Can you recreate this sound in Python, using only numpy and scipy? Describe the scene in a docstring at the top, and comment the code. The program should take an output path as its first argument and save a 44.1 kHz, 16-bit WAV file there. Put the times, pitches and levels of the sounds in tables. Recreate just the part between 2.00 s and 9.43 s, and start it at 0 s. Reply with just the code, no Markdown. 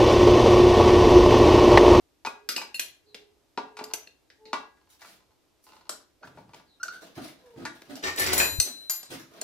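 """Spanner jaws clink on the nuts of a diesel fuel pipe union and knock through pipes into the block; pigeon and
small bird call outside the open door. Gloves rustle, a jaw squeaks, shoes shuffle, a long ring spanner is dragged
off a bench, ringing and clashing. Contacts: whitened noise cracks plus decaying modes; friction: uneven grains;
squeaks and calls: wavering sines. All but the air wash, floor thump and low air flutter get a noise-built room."""
import sys
import numpy as np
from scipy import signal
from scipy.fft import rfft, irfft
from scipy.io import wavfile
from scipy.ndimage import uniform_filter1d

SR = 44100
rng = np.random.default_rng(int(sys.argv[2]) if len(sys.argv) > 2 else 0)


def store_pcm(level_fs):
    """Save levels as 16-bit WAV."""
    pcm = np.round(np.clip(level_fs, -1, 1) * 32767).astype(np.int16)
    wavfile.write(sys.argv[1], SR, np.atleast_2d(pcm).T)


N = 327663
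T = np.arange(N) / SR
CUT_HZ = 16200
AIR_DB = -68.5
# left minus right
ENGINE_PAN_DB, BENCH_PAN_DB = 1.5, 2.5
# thud, knock, clank, tick ranges: low edge/Hz, high edge/Hz
RANGES_HZ = [(150, 600), (600, 1500), (1500, 5000), (5000, 15000)]
# seated jaw: level/dB in each of the four ranges
KNOCK_DB = (-9.5, -1.5, -9.5, -25)
# modes of the long ring spanner, hanging free: f/Hz, level/dB, t60/s
RING_SPANNER_MODES = [(2455, -4, .3), (4038, 0, 1.2), (4743, 0, .45), (5469, -4, .2), (5868, -3, .6),
                      (7092, -1, .55), (7112, -1, .4), (7747, -2, .45), (8799, -10, .45), (9220, -10, 1.0),
                      (9800, -4, .3), (10800, -4, .2), (11203, -5, .5), (12146, -4, .65), (13150, -2, .14),
                      (14207, -8, .4), (14690, -11, .4), (15400, -6, .25)]


def undb(db):
    """Decibels to gain."""
    return 10 ** (np.asarray(db) / 20)


def unit(x):
    """Scale to rms 1."""
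    return x / np.sqrt(np.mean(x ** 2) + 1e-30)


def band(x, lo_hz, hi_hz, order=4):
    """Causal band-pass."""
    sos = signal.butter(order, [lo_hz, min(hi_hz, SR / 2 - 1)], "band", fs=SR, output="sos")
    return signal.sosfilt(sos, x)


def colour(x, points):
    """Shape a steady sound by (f/Hz, level/dB) points, linear in log f."""
    hz, db = np.transpose(points)
    f = np.fft.rfftfreq(x.shape[-1], 1 / SR) + 1
    gain = undb(np.interp(np.log(f), np.log(hz), db))
    return irfft(rfft(x) * gain, x.shape[-1])


def add(out, start_s, x):
    """Mix x into out from start_s."""
    i = int(start_s * SR)
    out[..., i:i + x.shape[-1]] += x[..., :N - i]


def fade(t, t60):
    """Exponential decay, 60 dB down after t60."""
    return np.exp(-np.log(1000) * t / t60)


def panned(x, pan_db):
    """Lean a stereo sound to the left."""
    return x * undb(np.array([[pan_db], [-pan_db]]) / 2)


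def air(side_db=-3):
    """Quiet outdoor wash and microphone hiss: coloured stereo noise."""
    # background spectrum: f/Hz, level/dB
    spectrum = [(25, -10), (60, 3.5), (110, -2.5), (200, -10.5), (300, 2), (450, -5), (800, -9),
                (1600, -16), (5000, -17), (9000, -23), (14000, -24), (16000, -64)]
    mid, side = colour(rng.standard_normal((2, N)), spectrum)
    return undb(AIR_DB) * unit(mid + undb(side_db) * side * np.array([[1], [-1]]))


def workshop(wet_db, lag_samples=2, treble_db=-3, build_s=0.00024, bass_hz=330):
    """Room response: direct sound, late on the right; then dense reflections, alike only in the bass."""
    # decay: f/Hz, t60/s
    decay_points = [(100, 0.35), (400, 0.46), (1200, 0.34), (4000, 0.34), (8000, 0.29), (15000, 0.23)]
    t = T[:SR // 2]
    f = np.fft.rfftfreq(len(t), 1 / SR)
    hz, t60 = np.transpose(decay_points)
    edges = np.geomspace(30, 22000, 13)
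    mid, side = rfft(rng.standard_normal((2, len(t))))
    response = np.zeros((2, len(t)))
    for lo, hi in zip(edges, edges[1:]):
        apart = np.pi / 4 * hi / (hi + bass_hz)
        pair = np.cos(apart) * mid + np.sin(apart) * side * np.array([[1], [-1]])
        band_t60 = np.interp(np.log(hi), np.log(hz), t60)
        decay = fade(t, band_t60) * (1 - np.exp(-t / build_s))
        gain = undb(wet_db + treble_db * hi / edges[-1]) / np.linalg.norm(decay)
        response += gain * decay * irfft(pair * ((f >= lo) & (f < hi)), len(t))
    response[0, 0] += 1
    response[1, lag_samples] += 1
    return response


def heard(x, room):
    """A source as it reaches both microphones."""
    return signal.fftconvolve(x[None], room, axes=1)[:, :len(x)]


def weigh(x, levels_db, size):
    """Set each range's rms over the first samples: hard contacts bright, soft ones dull."""
    parts = [band(x, lo, hi) for lo, hi in RANGES_HZ]
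    return sum(p * undb(db) / np.sqrt(np.mean(p[:, :size] ** 2)) for p, db in zip(parts, levels_db))


def tilted(levels_db, brightness, pivot_hz):
    """Tilt the four range levels about a pivot, brightness in dB/octave."""
    centres_hz = np.sqrt(np.prod(RANGES_HZ, axis=1))
    return np.array(levels_db) + brightness * np.log2(centres_hz / pivot_hz)


def ring(modes, t, scatter_db=0, favoured=(), favour_db=0, detune=0):
    """Decaying modes; strike place scatters their strengths and favours some; load detunes them."""
    hz, db, t60 = np.transpose(modes)
    db = db + scatter_db * rng.uniform(-2, 1, len(hz))
    hz = hz * (1 + detune * rng.standard_normal(len(hz)))
    for near_hz in favoured:
        db[np.argmin(abs(hz - near_hz))] += favour_db
    signed_gains = undb(db) * rng.choice([-1, 1], len(hz))
    return signed_gains @ (np.sin(2 * np.pi * hz[:, None] * t) * fade(t, t60[:, None]))


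def chatter(rate_hz, spread_db, size=N):
    """Tiny contacts at random moments, of unequal size."""
    return (rng.random(size) < rate_hz / SR) * undb(spread_db * rng.uniform(-2, 1, size))


def rattled(t, crack_t60, rebound_db, rebound_t60=0.082):
    """Envelope of a loose jaw: one strike, then random rebounds that tend to weaken."""
    hits = undb(rebound_db) * chatter(rate_hz=490, spread_db=2.5, size=len(t)) * fade(t, rebound_t60)
    hits[0] = 1
    # each hit decays; energies add
    return np.sqrt(signal.lfilter([1], [1, -fade(2 / SR, crack_t60)], hits ** 2))


def burst(envelope):
    """Crack of one contact: enveloped noise, spectrum flattened, shaped again by the envelope's root."""
    spectrum = rfft(rng.standard_normal(len(envelope)) * envelope)
    flat = irfft(spectrum / abs(spectrum), len(envelope))
    return unit(flat * envelope ** .5)


def blow(room, levels_db, after_db, clack_hz=950, favoured=(), free_s=1, crack_t60=0.033,
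         engine_db=-12, steel_db=2, clack_db=-5, clack_width=0.13, crack_lo_hz=250, dull_hz=6500,
         favour_db=7, after_favour_db=12, choke_t60=0.035, rebound_db=-15, pipe_favour_db=4):
    """Contact: crack with a broad clack, pipes and block, choked steel, after-ring choked from free_s."""
    # hand-held spanner modes: f/Hz, level/dB, t60/s
    spanner_modes = [(1600, -11, .1), (2030, -5, .08), (3100, -7, .07), (2498, -4, .28), (2758, -1, .2),
                     (3704, -5, .16), (4027, -9, .2), (4269, -3, .25), (4885, -2, .2), (5620, -5, .18),
                     (6100, -4, .2), (7033, -3, .33), (7855, -6, .17), (8230, -2, .24), (9530, -4, .24),
                     (10655, -4, .22), (11365, -4, .3), (11855, -5, .18), (12650, -1, .3), (13350, -6, .2),
                     (14620, -8, .14), (15280, -7, .15)]
    # pipe, pump and block modes: f/Hz, level/dB, t60/s
    engine_modes = [(271.3, -14, 0.17), (431.5, -11, 0.13), (703, -5, 0.052), (875, 4, 0.059),
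                    (988, -0.5, 0.089), (1119, -8.5, 0.13), (1174, -2, 0.11), (1445, 1, 0.054),
                    (1644, -21, 0.69), (1968, -6.5, 0.13), (2280, -3.5, 0.078), (2680, -13, 0.29),
                    (3840, -12.5, 0.18)]
    t = T[:SR // 2]
    crack = burst(rattled(t, crack_t60, rebound_db))
    clack = unit(band(crack, clack_hz / (1 + clack_width), clack_hz * (1 + clack_width), order=2))
    pipes = unit(ring(engine_modes, t, scatter_db=2, favoured=[clack_hz], favour_db=pipe_favour_db,
                      detune=0.005))
    dull_crack = unit(band(crack, crack_lo_hz, dull_hz, order=3))
    body = unit(dull_crack + undb(clack_db) * clack + undb(engine_db) * pipes)
    # glove and nut choke the steel; favoured modes dominate the after-ring
    choke = fade(t, choke_t60)
    steel = ring(spanner_modes, t, scatter_db=1.5, favoured=favoured, favour_db=favour_db, detune=.004)
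    after = ring(spanner_modes, t, scatter_db=1, favoured=favoured, favour_db=after_favour_db, detune=.001)
    after = after / np.std(after * choke) * fade(np.maximum(t - free_s, 0), choke_t60)
    steel = undb(steel_db) * unit(steel * choke) + undb(after_db) * after
    # spanner heard more directly than the engine: weaker reflections
    near = room * undb(np.where(t > .0002, -5, 0))
    return weigh(heard(body, room) + heard(steel, near), levels_db, size=1323)


def knocks():
    """Dull blows of a seated jaw: mostly pipes and block, little steel."""
    # t/s, level/dB, brightness/(dB/octave), after-ring/dB, clack f/Hz
    rows = [(.249, -34.5, 2, -15, 880), (.261, -41, 6, -11.5, 1220), (.271, -33.5, 1.5, 14, 2500),
            (.578, -41, 7, 6, 2560), (0.615, -42, 5.5, -25, 950), (1.575, -30, -1, -49, 929),
            (1.769, -48.5, 5.5, -19.5, 960), (1.789, -41, 2.5, -32, 890), (1.81, -42, -4.5, -23, 940),
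            (2.53, -28, 1.5, -40, 1033), (2.772, -71.5, 3.5, -25, 1900), (3.017, -54.5, 6.5, -39, 1850),
            (3.047, -55, 3.5, -21, 1410), (4.231, -51.5, -1, -11, 880), (4.272, -54.5, 2.5, -25, 1460),
            (4.373, -52, -3.5, -27, 890), (4.383, -53.5, -2.5, -27, 930), (4.492, -60.5, -1, -32, 900),
            (4.534, -52, 2.5, -30, 920), (4.596, -60, 2, -30, 940), (5.18, -48, -2.5, -45, 745),
            (5.652, -37.5, 5, -53, 1810)]
    out, room = np.zeros((2, N)), workshop(wet_db=-2.0)
    for s, db, brightness, after_db, clack_hz in rows:
        levels_db = db + tilted(KNOCK_DB, brightness, pivot_hz=970)
        knock = blow(room, levels_db, after_db, clack_hz, favoured=[2498], free_s=0.0047,
                     after_favour_db=26.5, choke_t60=0.052, rebound_db=-9, engine_db=0.5,
                     steel_db=-8.5, clack_db=-2.5, crack_t60=0.084, dull_hz=9040)
        add(out, s, knock)
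    return panned(out, ENGINE_PAN_DB)


def swell(t, length_s):
    """A rounded rise and fall."""
    return np.sqrt(np.maximum(np.sin(np.pi * t / length_s), 0))


def wavering(hz, waver, size):
    """Phase of a tone whose pitch trembles; waver is the rms share."""
    wobble = unit(uniform_filter1d(rng.standard_normal(SR), size=size))[:len(hz)]
    return 2 * np.pi * np.cumsum(hz * (1 + waver * wobble)) / SR


def calls(notes, waver, wet_db):
    """Gliding, nearly pure bird notes through the door: sine plus octave."""
    out = np.zeros(N)
    for s, length_s, first_hz, last_hz, db, octave_db in notes:
        t = T[:int(length_s * SR)]
        phase = wavering(np.linspace(first_hz, last_hz, len(t)), waver, size=200)
        tone = np.sin(phase) + undb(octave_db) * np.sin(2 * phase)
        add(out, s, undb(db) * swell(t, length_s) ** 2 * tone)
    return heard(out, workshop(wet_db))


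def clinks(touch_s=0.033):
    """Bright loose-jaw contacts; the jaw touches down touch_s before the next, stopping the ring."""
    # t/s, level/dB, brightness/(dB/octave), share passed into pipes/dB, after-ring/dB, clack f/Hz,
    # steel over crack/dB, room/dB, three favoured modes f/Hz
    rows = [(.489, -34, 1, -15, -14, 1315, 0, 3, 4885, 11365, 12650),
            (.563, -34, -3.5, -25.5, -12, 2580, 9.5, 5.5, 2758, 4885, 7855),
            (.744, -37, -4, -40, 9, 4270, 10.5, 6, 2758, 4269, 10655),
            (.795, -33.5, 1.5, -18, -14, 3130, 6.5, 2.5, 2498, 10655, 13350),
            (1.145, -47.5, -5.5, -27, -31, 3260, 1, 1.5, 2758, 3704, 4885),
            (1.84, -50, 3, -15, -14, 4870, 15, 0, 4885, 7033, 12650),
            (1.936, -39.5, 4.5, 2, -30, 6120, 10, 0, 6100, 9530, 13350),
            (2.073, -55, -9, -43, -20, 2700, 18, 2, 1600, 2758, 4269),
            (2.301, -60, -8.5, -41, -26, 1760, -12, 1, 1600, 3704, 4885),
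            (2.454, -57, -9, -36, -11, 3970, -4, 10, 1600, 3100, 4269),
            (3.893, -46.5, 7, 17.5, -30, 6940, -4, 1, 8230, 10655, 11855),
            (4.544, -60.5, -1, -6.5, -35, 2950, -2, -2, 2030, 4269, 6100),
            (4.831, -53.5, 8.5, 10, -28, 5500, 1, 1, 4885, 6100, 7033),
            (4.881, -51.5, -2, -26, -35, 4070, -1, -4, 3704, 4027, 4269),
            (5.819, -58.5, -1, -6.5, -27, 2330, 4, -7, 1600, 10655, 12650),
            (5.955, -56.5, 4, 6, -31, 4650, 5, 4, 4027, 5620, 7033),
            (6.6, -31.5, 7, -5.5, -1.5, 4100, 13.5, 3.5, 4269, 6100, 8230),
            (6.897, -42.5, 10.5, 13, -5, 12900, 7, 7, 4885, 7033, 12650),
            (7.03, -58.5, 5.5, 10.5, -17, 7350, -2, 4, 4885, 7033, 8230),
            (7.414, -49, 8.5, 6, -13, 6960, 6, -7, 4269, 7033, 8230)]
    # level/dB in each of the four ranges
    range_db = (2, -2.5, 0.5, 1)
    out = np.zeros((2, N))
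    next_times = [row[0] for row in rows[1:]] + [np.inf]
    for row, next_s in zip(rows, next_times):
        s, db, brightness, pipes_db, after_db, clack_hz, steel_db, wet_db, *favoured = row
        # pipe share sets the two low ranges
        levels_db = db + tilted(range_db, brightness, pivot_hz=3080) + pipes_db * np.array([1, 1, 0, 0])
        free_s = max(next_s - s - touch_s, 0)
        clink = blow(workshop(wet_db), levels_db, after_db, clack_hz, favoured, free_s=free_s,
                     steel_db=steel_db)
        add(out, s, clink)
    return panned(out, ENGINE_PAN_DB)


def push(s, hold_s, attack_s, release_t60):
    """Envelope of one movement: straight rise, then exponential release from s + hold_s."""
    return np.clip((T - s) / attack_s, 0, 1) * fade(np.maximum(T - s - hold_s, 0), release_t60)


def jiggles(bright_db=2.0):
    """Faint irregular knocks while the jaw feels for its seat: one blow repeated at random."""
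    # t/s, hold/s, relative level/dB
    rows = [(1.802, 0.1, -54.5), (2.693, 0.62, -77.5), (3.652, 0.22, -64.5)]
    effort = sum(undb(db) * push(s, hold_s, attack_s=0.0069, release_t60=0.29) for s, hold_s, db in rows)
    contact = blow(workshop(wet_db=1.5), tilted(KNOCK_DB, bright_db, pivot_hz=935), after_db=-34)
    return heard(effort * chatter(rate_hz=36, spread_db=-3), contact)


def grit(spread_db, grain_hz):
    """Friction noise: many tiny slips of very unequal size."""
    sizes = undb(spread_db * rng.standard_normal(N))[(T * grain_hz).astype(int)]
    return unit(sizes * rng.standard_normal(N))


def strokes(rows, colour_db, pivot_hz, ramp_s, slips, room):
    """Short gritty strokes of rubber and cloth: pressure rises, holds and falls."""
    out = np.zeros((2, N))
    for s, length_s, db, brightness, *_ in rows:
        length_s = max(length_s, ramp_s)
        t = T[:int(length_s * SR) + SR // 3]  # leaves space for the room tail
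        pressure = np.clip(np.minimum(t, length_s - t) / ramp_s, 0, 1)
        stroke = pressure * np.roll(slips, -int(s * SR))[:len(t)]
        levels_db = db + tilted(colour_db, brightness, pivot_hz)
        add(out, s, weigh(heard(stroke, room), levels_db, size=int(length_s * SR)))
    return out


def rubs(gain_db=-1):
    """Gloves and sleeves rustle as gritty friction, reaching the left microphone first."""
    # t/s, length/s, relative level/dB, brightness/(dB/octave)
    rows = [(2.89, 0.044, -65, 6.5), (2.99, 0.18, -58, 3), (3.62, 0.043, -77, 13.5), (3.67, 0.13, -64, 1),
            (4.2, 0.057, -69.5, -3), (4.5, 0.087, -63.5, 0.5), (4.84, 0.21, -57, 1), (5, 0.22, -58.5, 0.5),
            (5.21, 0.081, -49.5, 2), (5.29, 0.26, -67.5, 0), (5.7, 0.21, -62, 1), (5.92, 0.075, -53, 1.5),
            (6.73, 0.6, -60.5, 2.5), (7.3, 0.12, -56, -0.5)]
    # relative level/dB in each of the four ranges
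    range_db = (0.5, -3.5, -1, -7)
    slips, room = grit(spread_db=10.5, grain_hz=492.8), workshop(wet_db=26.0, lag_samples=8)
    return undb(gain_db) * strokes(rows, range_db, pivot_hz=2900, ramp_s=0.0039, slips=slips, room=room)


def squeaks():
    """Jaw squeaks off the nut: stick-slip locks to a resonance, a short tone with overtones."""
    # t/s, length/s, f/Hz, level/dB, pitch waver share
    rows = [(4.227, 0.029, 1477, -43.5, 0.072), (4.799, 0.025, 1405, -43.5, 0.032),
            (4.83, 0.011, 1484, -23, 0.013), (4.882, 0.0071, 1347, -31, 0.038),
            (4.881, 0.03, 1450, -33, 0.025), (4.9, 0.099, 1494, -43, 0.028)]
    # multiple of f, level/dB
    partials = [(1, -1), (2, -25), (3, -17), (4, -20)]
    out = np.zeros(N)
    for s, length_s, hz, db, waver in rows:
        t = T[:int(length_s * SR)]
        phase = wavering(np.full(len(t), hz), waver, size=120)
        tone = sum(undb(partial_db) * np.sin(k * phase) for k, partial_db in partials)
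        add(out, s, undb(db) * swell(t, length_s) * tone)
    return heard(out, workshop(wet_db=-5))


def resonate(x, hz, width_hz):
    """One resonance whose centre may move: shift to 0 Hz, low-pass, shift back."""
    turn = np.exp(2j * np.pi * np.cumsum(hz) / SR)
    low_pass = signal.butter(2, width_hz / 2, fs=SR, output="sos")
    return (turn * signal.sosfilt(low_pass, x / turn)).real


def steps(gain_db=-1, floor_hz=140, floor_width_hz=60, sole_hz=290, sole_width_hz=120, sole_db=-14):
    """Soles scuff with a hollow note, duller than the cloth; their weight thumps the floor."""
    # t/s, length/s, relative scuff/dB, brightness/(dB/octave), low thump/dB
    rows = [(4.24, 0.044, -65.5, 2.5, -57), (4.346, 0.064, -63.5, 1, -57), (4.476, 0.042, -77, -4, -63),
            (5.166, 0.025, -40, -1, -49.5), (5.557, 0.092, -42, -2, -51), (5.881, 0.044, -42.5, -0.5, -61),
            (6.646, 0.044, -49, 3, -71), (7.096, 0.056, -42.5, 2, -51)]
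    # relative scuff level/dB in each of the four ranges
    range_db = (-1, -11.5, -10, -15.5)
    slips, room = grit(spread_db=3.5, grain_hz=393.8), workshop(wet_db=9.0, lag_samples=8)
    slips = slips + undb(sole_db) * unit(resonate(slips, np.full(N, sole_hz), sole_width_hz))
    scuffs = strokes(rows, range_db, pivot_hz=296, ramp_s=0.014, slips=slips, room=room)
    weight = sum(undb(db) * push(s, length_s, attack_s=0.0056, release_t60=0.43)
                 for s, length_s, *_, db in rows)
    lo_hz, hi_hz = floor_hz - floor_width_hz / 2, floor_hz + floor_width_hz / 2
    thump = weight * unit(band(rng.standard_normal(N), lo_hz, hi_hz, order=1))
    return undb(gain_db) * scuffs + thump


def skips(effort, tap_db=0.0):
    """Dragged spanner hops over the bench: separate taps, each ringing its modes in a new mix."""
    out, t = np.zeros(N), T[:SR // 6]
    hops = effort * chatter(rate_hz=100, spread_db=4)
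    for i in np.flatnonzero(hops > hops.max() / 60):
        steel = unit(ring(RING_SPANNER_MODES, t, scatter_db=5, detune=.004) * fade(t, t60=.11))
        tap = unit(band(burst(fade(t, t60=.014)), 1200, 5500, order=2))
        add(out, i / SR, hops[i] * (steel + undb(tap_db) * tap))
    return unit(out)


def dragging(edge_width_hz=150, rattle_db=-4.0, skip_db=-7, lurch_db=0.9):
    """Dragged steel grinds on the bench in uneven lurches, sings at its edge, skips over the wood."""
    # shoves: t/s, hold/s, relative level/dB
    shoves = [(6.023, 0.016, -29), (6.169, 0.17, -29), (6.351, 0.028, -26)]
    # bench response: f/Hz, level/dB
    bench_response = [(40, -13), (120, -5), (220, -10), (320, 3.5), (600, -4.5), (1300, -6.5), (2000, -2),
                      (3200, -9), (5500, -9.5), (8000, -17), (13000, -67), (16000, -53)]
    # edge resonance, moving with the overhang: t/s, f/Hz, relative level/dB
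    edge_points = [(6.03, 1804, 1.5), (6.12, 1815, -13), (6.17, 1750, -13), (6.22, 1834, -4),
                   (6.27, 2080, -20), (6.37, 1880, -13), (6.405, 2520, -4), (6.48, 2420, -17)]
    effort = np.max([undb(db) * push(s, hold_s, attack_s=.012, release_t60=.33)
                     for s, hold_s, db in shoves], axis=0)
    lurches = undb(lurch_db * unit(uniform_filter1d(rng.standard_normal(N), size=220)))
    slips = effort * unit(lurches * grit(spread_db=7.0, grain_hz=300))
    s, hz, db = np.transpose(edge_points)
    edge = undb(np.interp(T, s, db)) * unit(resonate(slips, np.interp(T, s, hz), edge_width_hz))
    rattle = undb(rattle_db) * (unit(colour(slips, bench_response)) + undb(0.5) * edge)
    grinding = heard(rattle, workshop(wet_db=6.0, lag_samples=15))
    skipping = heard(undb(skip_db) * skips(effort), workshop(wet_db=-3, lag_samples=15))
    return np.std(slips) * (grinding + skipping)


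def ring_spanner(crack_t60=0.014, ring_pan_db=6, favour_db=11, clang_db=2, clang_t60=0.026):
    """As it lifts, each clash cracks brightly and rings the long spanner in a different chord."""
    # clashes: t/s, ring/dB, clash/dB, three favoured modes f/Hz
    clashes = [(6.044, -46, -53, 4800, 5469, 7092), (6.161, -61, -45, 7600, 13150, 15400),
               (6.187, -46, -38, 9800, 11203, 13150), (6.197, -33.5, -32.5, 10800, 11203, 13150),
               (6.233, -43, -53, 4743, 7092, 14207), (6.264, -40.5, -36, 4743, 5469, 15400),
               (6.333, -39, -27.5, 11203, 14207, 15400), (6.379, -24.5, -31, 6870, 8799, 12146),
               (6.6, -41, -41, 4038, 9220, 14690)]
    # clash level/dB in each of the four ranges
    range_db = (-11.5, -15, -20, 2.5)
    free, cracks = np.zeros(N), np.zeros((2, N))
    room, t = workshop(wet_db=2.0), T[:SR // 2]
    for s, ring_db, clash_db, *favoured in clashes:
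        note = ring(RING_SPANNER_MODES, T[:SR * 2], favoured=favoured, favour_db=favour_db, detune=.0002)
        add(free, s, undb(ring_db) * note / np.std(note[:SR // 20]))
        clang = unit(note[:len(t)] * fade(t, clang_t60))
        crack = burst(fade(t, crack_t60)) + undb(clang_db) * clang
        add(cracks, s, weigh(heard(crack, room), clash_db + np.array(range_db), size=1323))
    lifted = heard(free, workshop(wet_db=-12, lag_samples=15))
    return panned(lifted, ring_pan_db) + panned(cracks, BENCH_PAN_DB)


def draught(reach_s=6.21, reach_hold_s=0.39, reach_db=-49,
            puff_s=6.591, puff_hz=80, puff_width_s=0.0047, puff_db=-26):
    """Reach to the bench stirs a low flutter of air; one soft puff as the arm passes the microphones."""
    mid, side = band(rng.standard_normal((2, N)), 68, 99, order=2)
    reach = undb(reach_db) * push(reach_s, reach_hold_s, attack_s=0.036, release_t60=0.14)
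    flutter = unit(mid + side * np.array([[1], [-1]])) * reach
    puff = np.sin(2 * np.pi * puff_hz * (T - puff_s)) * np.exp(-((T - puff_s) / puff_width_s) ** 2)
    return panned(flutter + undb(puff_db) * puff, pan_db=14.0)


def scene():
    """Tools, hands, feet, birds and the quiet workshop."""
    # pigeon: t/s, length/s, first f/Hz, last f/Hz, level/dB, octave overtone/dB
    coos = [(.25, .4, 416, 412, -53, -26), (1.03, .32, 418, 412, -53, -26), (1.67, .36, 428, 434, -51, -18),
            (2.38, .22, 437, 434, -52, -9), (5.41, .23, 510, 435, -50, -12)]
    # small bird: t/s, length/s, first f/Hz, last f/Hz, level/dB, octave overtone/dB
    chirps = [(1.05, .09, 4500, 3800, -66, -30), (4.66, .12, 4500, 3400, -67, -30)]
    pigeon = calls(coos, waver=.022, wet_db=-4)
    bird = calls(chirps, waver=.06, wet_db=3)
    union = knocks() + clinks() + jiggles() + squeaks()
    body = rubs() + steps() + draught()
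    bench = dragging() + ring_spanner()
    return air() + union + pigeon + bird + body + bench


def record(dry):
    """The recorder cuts the top: steep low-pass at CUT_HZ."""
    return signal.sosfilt(signal.ellip(10, .2, 80, CUT_HZ, fs=SR, output="sos"), dry)


dry = scene()
out = record(dry)
store_pcm(out)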